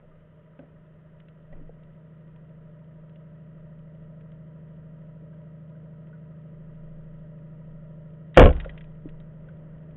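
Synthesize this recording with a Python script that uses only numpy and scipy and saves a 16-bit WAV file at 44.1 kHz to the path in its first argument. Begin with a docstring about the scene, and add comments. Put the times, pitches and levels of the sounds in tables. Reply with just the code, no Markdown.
"""A band speargun fires under water: impacts ring the barrel's modes, the gun recoils, the shaft
scrapes along its track, and line and rigging clink. The shot overloads a microphone in a housing
fixed to the gun. The hand rocks and rubs the housing, which knocks softly; small bubbles ring
and shrimp snap their claws. Behind them a distant boat engine drones in harmonics of its
cycle rate, over the steady wash of the sea."""
import sys
import numpy as np
from scipy import signal
from scipy.fft import rfft, irfft, next_fast_len
from scipy.io import wavfile

SR = 44100
rng = np.random.default_rng(int(sys.argv[2]) if len(sys.argv) > 2 else 0)


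def master_out(mix):
    """Clip the mix to full scale and print it as 16-bit PCM to the path in sys.argv[1]."""
    frames = np.transpose(np.atleast_2d(mix))
    ceiling = np.clip(frames, -1, 1)
    pcm = np.round(ceiling * 32767).astype(np.int16)
    wavfile.write(sys.argv[1], SR, pcm)


N = 439236
T = np.arange(N) / SR

# impacts of sear, bands, shaft and wishbone: (t/s, relative ring level/dB, relative crack level/dB)
GUN_IMPACTS = [(8.366, -21.5, -29.5), (8.372, 13, -1), (8.378, 4, 0), (8.396, -7, 0.5), (8.407, -0.5, -13),
               (8.415, 0.5, -8), (8.458, -5, -11.5), (8.472, -13, -23), (8.490, -18, -25.5),
               (8.506, -22, -38)]
# modes of the gun with its housing: (f/Hz, relative level/dB, t60/s)
GUN_MODES = [(54.6, -21, 0.63), (73.3, -23.5, .22), (130, -22.5, .2), (155, -17.5, 0.12),
             (201.5, -25.5, .12), (276.7, -11.5, 0.072), (296.3, -15.5, 0.098), (354, -15, 0.1),
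             (392, -14.5, .11), (453.3, -9.5, .08), (500, -5.5, .08), (559, 0.5, 0.042), (592, -6, 0.072),
             (668, -12, .06), (822, -17.5, .045), (1076, -20.5, 0.083), (1337, -21, 0.045),
             (1500, -23.5, 0.044), (1667, -21, .035), (2270, -19.5, .028), (2854, -18.5, .018)]
# friction spectrum of the shaft on its track: (f/Hz, relative level/dB)
SCRAPE_SPECTRUM = [(200, -4.5), (550, 8.5), (900, 2.5), (1600, -1.5), (2200, -10.5), (3100, -10),
                   (4200, -11), (7000, -31)]
# spectrum of churned water: (f/Hz, relative level/dB)
CHURN_SPECTRUM = [(25, -10.5), (45, -1.5), (60, -2), (82, 1), (110, -3.5), (160, -7.5), (300, -12.5),
                  (700, -29), (2000, -56.5)]
# contacts of trigger, wishbone and line with the gun: (t/s, relative level/dB)
RIGGING_CONTACTS = [(8.344, -31), (8.354, -33), (8.363, -25), (8.527, -32.5), (8.564, -37), (8.599, -27),
                    (8.608, -33.5), (8.645, -33), (8.693, -32.5), (8.776, -34), (8.808, -37.5),
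                    (8.841, -48), (9.089, -42.5), (9.201, -49.5)]
# modes of the rigging: (f/Hz, relative level/dB, t60/s)
RIGGING_MODES = [(1650, -6, 0.044), (1920, 0.5, 0.045), (2070, -8, 0.042), (2450, -9, .04),
                 (2797, -8.5, 0.03), (3180, -9.5, .04), (3740, -1, .03), (3735, 3, 0.033)]
# dull knocks and gurgles at the housing: (t/s, level/dB, f/Hz, t60/s)
HOUSING_KNOCKS = [(0.025, -47.5, 487, 0.11), (0.590, -36.5, 261.5, .15), (0.590, -37, 570, 0.052),
                  (0.633, -40.5, 590, 0.04), (1.525, -42.5, 581, 0.076), (1.61, -44.5, 286, 0.14),
                  (1.692, -32.5, 470, .033), (5.22, -41, 288, 0.047), (5.222, -44, 470, .044),
                  (8.646, -35.5, 590, 0.049), (8.657, -32.5, 545, .086), (9.056, -21.5, 297, 0.042),
                  (9.470, -43, 556, 0.058)]
# small ringing bubbles: (t/s, level/dB, f/Hz, t60/s)
BUBBLE_TONES = [(0.115, -55, 1200, .07), (0.591, -45, 1520, .035), (1.526, -48, 1920, .044),
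                (5.329, -53, 1570, .042), (5.750, -53, 1520, .035), (6.128, -49, 1460, .081),
                (8.646, -32.5, 1390, .031), (9.486, -42.5, 1495, .034)]
# movements of the hand: (t/s, duration/s, rocking level/dB, rubbing level/dB)
HAND_MOVES = [(0.585, .03, -68, -51.5), (1.5, .08, -46, -52.5), (6.5, 1.14, -52.5, -70),
              (8.6, 0.15, -43, -55), (9.02, 0.31, -52.5, -59), (9.377, 0.71, -64, -56.5)]
# spectrum of water and hand rubbing the housing: (f/Hz, relative level/dB)
RUB_SPECTRUM = [(35, -3), (75, 0), (150, -7), (300, -8.5), (600, -14.5), (850, -26.5), (1500, -28),
                (3000, -44.5)]
# claw snaps of nearby shrimp: (t/s, level before filtering/dB)
NEAR_SNAPS = [(0.591, -46.5), (1.2, -47.5), (1.284, -45.5), (1.525, -52), (1.834, -51.5), (2.36, -56),
              (3.095, -53), (3.158, -48), (3.79, -56), (4.208, -51), (4.318, -51.5), (6.07, -57),
              (9.486, -52.5), (9.908, -53)]
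# the engine's main tone, harmonic 12 of its cycle rate: (t/s, f/Hz)
ENGINE_TONE = [(0, 157.9), (5.5, 157.9), (7.4, 157.2), (9.96, 156.7)]
# the engine's drone grows, then holds: (t/s, level/dB)
DRONE_LEVEL = [(0, -55.5), (2.2, -48), (4.2, -44.6), (7.6, -43.3), (9.96, -44)]
# engine harmonics: (multiple of the cycle rate, relative level/dB)
ENGINE_HARMONICS = [(4, -27.5), (6, -17.5), (7, -25), (9, -18.5), (10, -11), (11, -23.5), (12, -0.5),
                    (13, -16), (14, -11.5), (15, -25.5), (16, -21.5), (17, -25.5), (18, -28.5), (19, -28),
                    (25, -31), (27, -31), (34, -24.5), (36, -30), (38, -31), (41, -30), (42, -28),
                    (43, -31), (44, -28.5), (45, -19.5), (46, -25), (47, -31), (48, -25.5), (52, -32.5),
                    (74, -36), (97, -36), (105, -38), (145, -39)]
# spectral envelope of the weak harmonics between them: (f/Hz, relative level/dB)
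WEAK_HARMONIC_SPECTRUM = [(140, 1.5), (260, 1.5), (340, -2.5), (520, 0), (640, -1.5), (700, -13)]
# spectrum of the sea through the housing: (f/Hz, relative level/dB)
WASH_SPECTRUM = [(15, -6.5), (45, -4.5), (100, 0), (170, -3), (260, -7), (350, -8.5), (600, -6), (720, -16),
                 (830, -26), (1500, -18.5), (2000, -22.5), (2200, -29.5), (3100, -28.5), (3350, -33.5),
                 (3800, -30.5)]
# resonances of the housing: (f/Hz, bandwidth/Hz, level/dB)
HOUSING_RESONANCES = [(612.3, 38, -69), (967.5, 89, -75.5), (1268, 170, -76), (1901, 210, -80)]

FIRE_S, RUN_S = 8.372, .088  # release of the bands; the shaft's time on its track
EXIT_S = FIRE_S + RUN_S
MAIN_HARMONIC = 12


def speargun():
    """Impact excitation: blows and fading shaft rattles ring the gun's modes as it recoils."""
    rattles = [(FIRE_S + t, -3 - 53.5 * t, -12 - 53.5 * t)  # fading by 53.5 dB/s
               for t in uneven_times(per_s=100, length_s=RUN_S)]
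    impacts = GUN_IMPACTS + rattles
    water = churn()
    scrape = shaft_scrape(impacts, grains_per_s=6000, fade_db_per_s=84.5, crack_t60=.016)
    barrel = struck_modes([(s, db) for s, db, _ in impacts], GUN_MODES, spread_db=2.5)
    return barrel + scrape + recoil(hz=29.92, zero_phase_s=8.393) + water + band_flap(hz=70, db=-18)


def shaft_scrape(impacts, grains_per_s, fade_db_per_s, crack_t60):
    """Sliding friction: random micro-impacts weaken as the shaft runs out and peak at each blow."""
    envelope = shot_envelope(db=-19.5, attack_s=.002, tail_db=-17, tail_t60=.95)
    envelope *= from_db(-fade_db_per_s * np.clip(T - FIRE_S, 0, RUN_S))
    for s, _, crack_db in impacts:
        add(envelope, s, from_db(crack_db) * decay(T[:SR // 10], crack_t60))
    grains = (rng.random(N) < grains_per_s / SR) * rng.laplace(size=N)
    return envelope * coloured(grains, SCRAPE_SPECTRUM)


def recoil(hz, zero_phase_s):
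    """Reaction to the launch: the gun swings in the hand as a damped oscillator."""
    envelope = shot_envelope(db=-3, attack_s=.03, tail_db=-12, tail_t60=.5)
    return envelope * np.sin(2 * np.pi * hz * (T - zero_phase_s))


def churn():
    """Turbulence: water stirred by the bands and shaft gives a burst of low noise."""
    envelope = shot_envelope(db=-9.5, attack_s=.03, tail_db=-17, tail_t60=.42)
    return envelope * coloured(rng.standard_normal(N), CHURN_SPECTRUM)


def band_flap(hz, db):
    """Damped oscillation: the slack bands flap once the shaft has left."""
    envelope = from_db(db) * swell(EXIT_S, hold_s=.04, attack_s=.03, t60=.26)
    return envelope * np.sin(2 * np.pi * hz * (T - EXIT_S))


def rigging(ring_db, chatter_db, chatter_t60):
    """Impact excitation: small hard parts and the running line clink, each with a brief chatter."""
    line_touches = [(EXIT_S + t, -44.5 - 46 * t)  # fading by 46 dB/s
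                    for t in uneven_times(per_s=35, length_s=.5)]
    contacts = RIGGING_CONTACTS + line_touches
    power = np.zeros(N)  # incoherent bursts add in power
    for s, db in contacts:
        add(power, s, (from_db(db) * decay(T[:SR // 5], chatter_t60)) ** 2)
    chatter = signal.sosfilt(bandpass(1500, 4200), np.sqrt(power) * rng.standard_normal(N))
    clinks = struck_modes(contacts, RIGGING_MODES, spread_db=3)
    return from_db(ring_db) * clinks + from_db(chatter_db) * chatter


def knocks_or_bubbles(events, attack_s, pitch_rise, roughness):
    """Damped resonance: each tone rises slightly as it dies, with some noise around its pitch."""
    out, t = np.zeros(N), T[:SR // 3]
    for s, db, hz, t60 in events:
        warped_s = t + pitch_rise * t * np.minimum(t / t60, 2) / 2
        tone = np.sin(2 * np.pi * hz * warped_s)
        band = bandpass(hz / 1.4, hz * 1.4)
        noise = rms_one(signal.sosfilt(np.vstack([band, band]), rng.standard_normal(len(t))))
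        envelope = from_db(db) * decay(t, t60) * (1 - np.exp(-t / attack_s))
        add(out, s, envelope * (tone + roughness * noise))
    return out


def handling(rocking_hz, width_hz):
    """Structure-borne noise: each hand movement rocks the gun and rubs water along the housing."""
    rocking_gain, rub_gain = from_db(-61.5), from_db(-74)  # gun held still
    for s, hold_s, rocking_db, rub_db in HAND_MOVES:
        rocking_gain = rocking_gain + from_db(rocking_db) * swell(s, hold_s, attack_s=.04, t60=.77)
        rub_gain = rub_gain + from_db(rub_db) * swell(s, hold_s, attack_s=.04, t60=.3)
    band = bandpass(rocking_hz - width_hz / 2, rocking_hz + width_hz / 2)
    rocking = rms_one(signal.sosfilt(band, rng.standard_normal(N + SR))[SR:])  # 1 s to settle
    return rocking_gain * rocking + rub_gain * coloured(rng.standard_normal(N), RUB_SPECTRUM)


def shrimp(t60, far_per_s, far_db):
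    """Scattering: the reef smears claw snaps into noise bursts, a few near and many faint and far."""
    out, t = np.zeros(N), T[:SR // 10]
    far_snaps = [(when * N / SR, far_db - 8 * distance)
                 for when, distance in rng.random((int(far_per_s * N / SR), 2))]
    for s, db in NEAR_SNAPS + far_snaps:
        add(out, s, from_db(db) * rng.standard_normal(len(t)) * decay(t, t60))
    return signal.sosfilt(bandpass(1400, 4044), out)


def engine(dispersion_rad, whirr_waver_db, whirr_scatter):
    """Periodic firing: harmonics of the cycle rate form a throbbing drone and a whirr above it."""
    angle, drone, whirr = cycle_angle(), np.zeros(N), np.zeros(N)
    for k, db in ENGINE_HARMONICS:
        if k < 24:
            # dispersion in shallow water smears the firing pulses
            phase = dispersion_rad * (k - MAIN_HARMONIC) ** 2
            drone += from_db(db) * np.cos(k * angle + phase)
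        else:
            # partly aligned phases make the whirr swell once a cycle
            phase = whirr_scatter * rng.uniform(-np.pi, np.pi)
            whirr += from_db(db + whirr_waver_db * drift(per_s=6.3)) * np.cos(k * angle + phase)
    drone = rms_one(drone) + from_db(-19) * weak_harmonics(angle)
    drone_db = curve(DRONE_LEVEL)
    whirr_db = -59.5 + .8 * (drone_db - drone_db.max())  # follows the drone over a smaller range
    return from_db(drone_db) * drone + from_db(whirr_db) * rms_one(whirr)


def weak_harmonics(angle):
    """Periodicity: noise repeated every engine cycle has a line at each multiple of the cycle rate."""
    cycle = rng.standard_normal(256)
    cycle_angles = np.linspace(0, 2 * np.pi, len(cycle), endpoint=False)
    return coloured(np.interp(angle, cycle_angles, cycle, period=2 * np.pi), WEAK_HARMONIC_SPECTRUM)


def cycle_angle():
    """Phase of the engine cycle in radians: the integral of its angular frequency."""
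    return 2 * np.pi * np.cumsum(curve(ENGINE_TONE) / MAIN_HARMONIC) / SR


def sea(wash_db, throb_db, throb_decay_periods):
    """Forced resonance: over an even wash, the housing's noise bands swell at each engine knock."""
    out = from_db(wash_db) * coloured(rng.standard_normal(N), WASH_SPECTRUM)
    cycle_s = MAIN_HARMONIC / ENGINE_TONE[0][1]
    since_knock_s = (cycle_angle() / (2 * np.pi) % 1) * cycle_s
    for hz, width, db in HOUSING_RESONANCES:
        throb = 1 + from_db(throb_db) * np.exp(-since_knock_s * hz / throb_decay_periods)
        band = bandpass(hz - width / 2, hz + width / 2)
        out += from_db(db) * rms_one(signal.sosfilt(band, throb * rng.standard_normal(N)))
    return out


def struck_modes(impacts, modes, spread_db):
    """Modal superposition: each impact excites every damped mode with a randomly varied strength."""
    s, db = np.transpose(impacts)
    scatter_db = spread_db * rng.standard_normal((len(s), len(modes)))
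    out, onsets = np.zeros(N), ((s - s.min()) * SR).astype(int)
    for k, (hz, mode_db, t60) in enumerate(modes):
        impulses = np.bincount(onsets, from_db(db + mode_db + scatter_db[:, k]), onsets.max() + SR // 2)
        radius, step = decay(1 / SR, t60), 2 * np.pi * hz / SR  # poles of the resonator
        feedback = [1, -2 * radius * np.cos(step), radius ** 2]
        ringing = signal.lfilter([0, np.sin(step)], feedback, impulses + 1e-18)
        add(out, s.min(), (-1) ** k * ringing)
    return out


def shot_envelope(db, attack_s, tail_db, tail_t60):
    """Two-slope decay: the gain holds while the shaft runs, then drops quickly to a slow tail."""
    body = swell(FIRE_S, RUN_S, attack_s, t60=.092)
    tail = from_db(tail_db) * swell(FIRE_S, RUN_S, attack_s, tail_t60)
    return from_db(db) * np.maximum(body, tail)


def swell(start_s, hold_s, attack_s, t60):
    """Linear attack, with exponential decay beginning hold_s after the start."""
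    t = np.maximum(T - start_s, 0)
    return np.minimum(t / attack_s, 1) * decay(np.maximum(t - hold_s, 0), t60)


def decay(t, t60):
    """Exponential decay of 60 dB in t60 seconds."""
    return np.exp(-np.log(1000) * t / t60)


def coloured(x, spectrum):
    """Spectral shaping by (f/Hz, level/dB) points, rolling off outside them; rms 1."""
    hz, db = np.transpose(spectrum)
    size = next_fast_len(N)
    f = np.maximum(np.arange(size // 2 + 1) * SR / size, 1)
    skirts = np.minimum(f / hz[0], 1) ** 2 * np.minimum(hz[-1] / f, 1) ** 4
    gain = skirts * from_db(np.interp(np.log(f), np.log(hz), db))
    return rms_one(irfft(rfft(x, size) * gain, size)[:N])


def bandpass(low_hz, high_hz):
    """Sections of a band-pass filter."""
    return signal.butter(2, [low_hz, high_hz], "band", fs=SR, output="sos")


def uneven_times(per_s, length_s):
    """Jittered event times, one in each interval of 1 / per_s."""
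    t = (np.arange(64) + rng.random(64)) / per_s
    return t[t < length_s]


def drift(per_s):
    """Slow random fluctuation; rms 1."""
    knots = rng.standard_normal(int(N / SR * per_s) + 2)
    return rms_one(np.interp(T * per_s, np.arange(len(knots)), knots))


def curve(points):
    """Linear interpolation of (t/s, value) points at every sample."""
    return np.interp(T, *np.transpose(points))


def add(out, s, sound):
    """Superpose a short sound at s seconds."""
    at = int(s * SR)
    out[at:at + len(sound)] += sound[:max(N - at, 0)]


def from_db(db):
    """Decibels to amplitude ratio."""
    return 10 ** (np.asarray(db) / 20)


def rms_one(x):
    """Scale to rms 1."""
    return x / np.sqrt(np.mean(x ** 2) + 1e-20)


def scene():
    """Superposition of all sources at the housing, in one channel."""
    background = engine(dispersion_rad=.3, whirr_waver_db=1.5, whirr_scatter=.6)
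    background += sea(wash_db=-60, throb_db=1.5, throb_decay_periods=20)
    background += handling(rocking_hz=20.63, width_hz=4)
    background += shrimp(t60=.028, far_per_s=12, far_db=-60)
    knocks = knocks_or_bubbles(HOUSING_KNOCKS, attack_s=.0021, pitch_rise=.03, roughness=.43)
    bubbles = knocks_or_bubbles(BUBBLE_TONES, attack_s=.0028, pitch_rise=.05, roughness=.25)
    shot = speargun() + rigging(ring_db=-12.5, chatter_db=-2.5, chatter_t60=.034)
    return (shot + knocks + bubbles + background)[None]


def record(dry):
    """Overload: the microphone saturates, a low-pass dulls it, its overshoot clips; faint hiss."""
    limit, ceiling, sag, sag_s = .70, .745, .13, .014
    passband_hz, cutoff_hz, hiss_db = 3420, 15500, -97
    # the headroom sinks a little while the overload lasts
    pole = np.exp(-1 / (sag_s * SR))
    overload = signal.lfilter([1 - pole], [1, -pole], np.abs(dry) > limit)
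    headroom = limit * (1 - sag * overload)
    saturated = headroom * np.tanh(dry / headroom)
    dull = signal.sosfilt(signal.butter(14, passband_hz, fs=SR, output="sos"), saturated)
    clipped = np.clip(dull, -ceiling, ceiling)
    hiss = from_db(hiss_db) * rng.standard_normal(N)
    return signal.sosfilt(signal.butter(16, cutoff_hz, fs=SR, output="sos"), clipped + hiss)


dry = scene()
out = record(dry)
master_out(out)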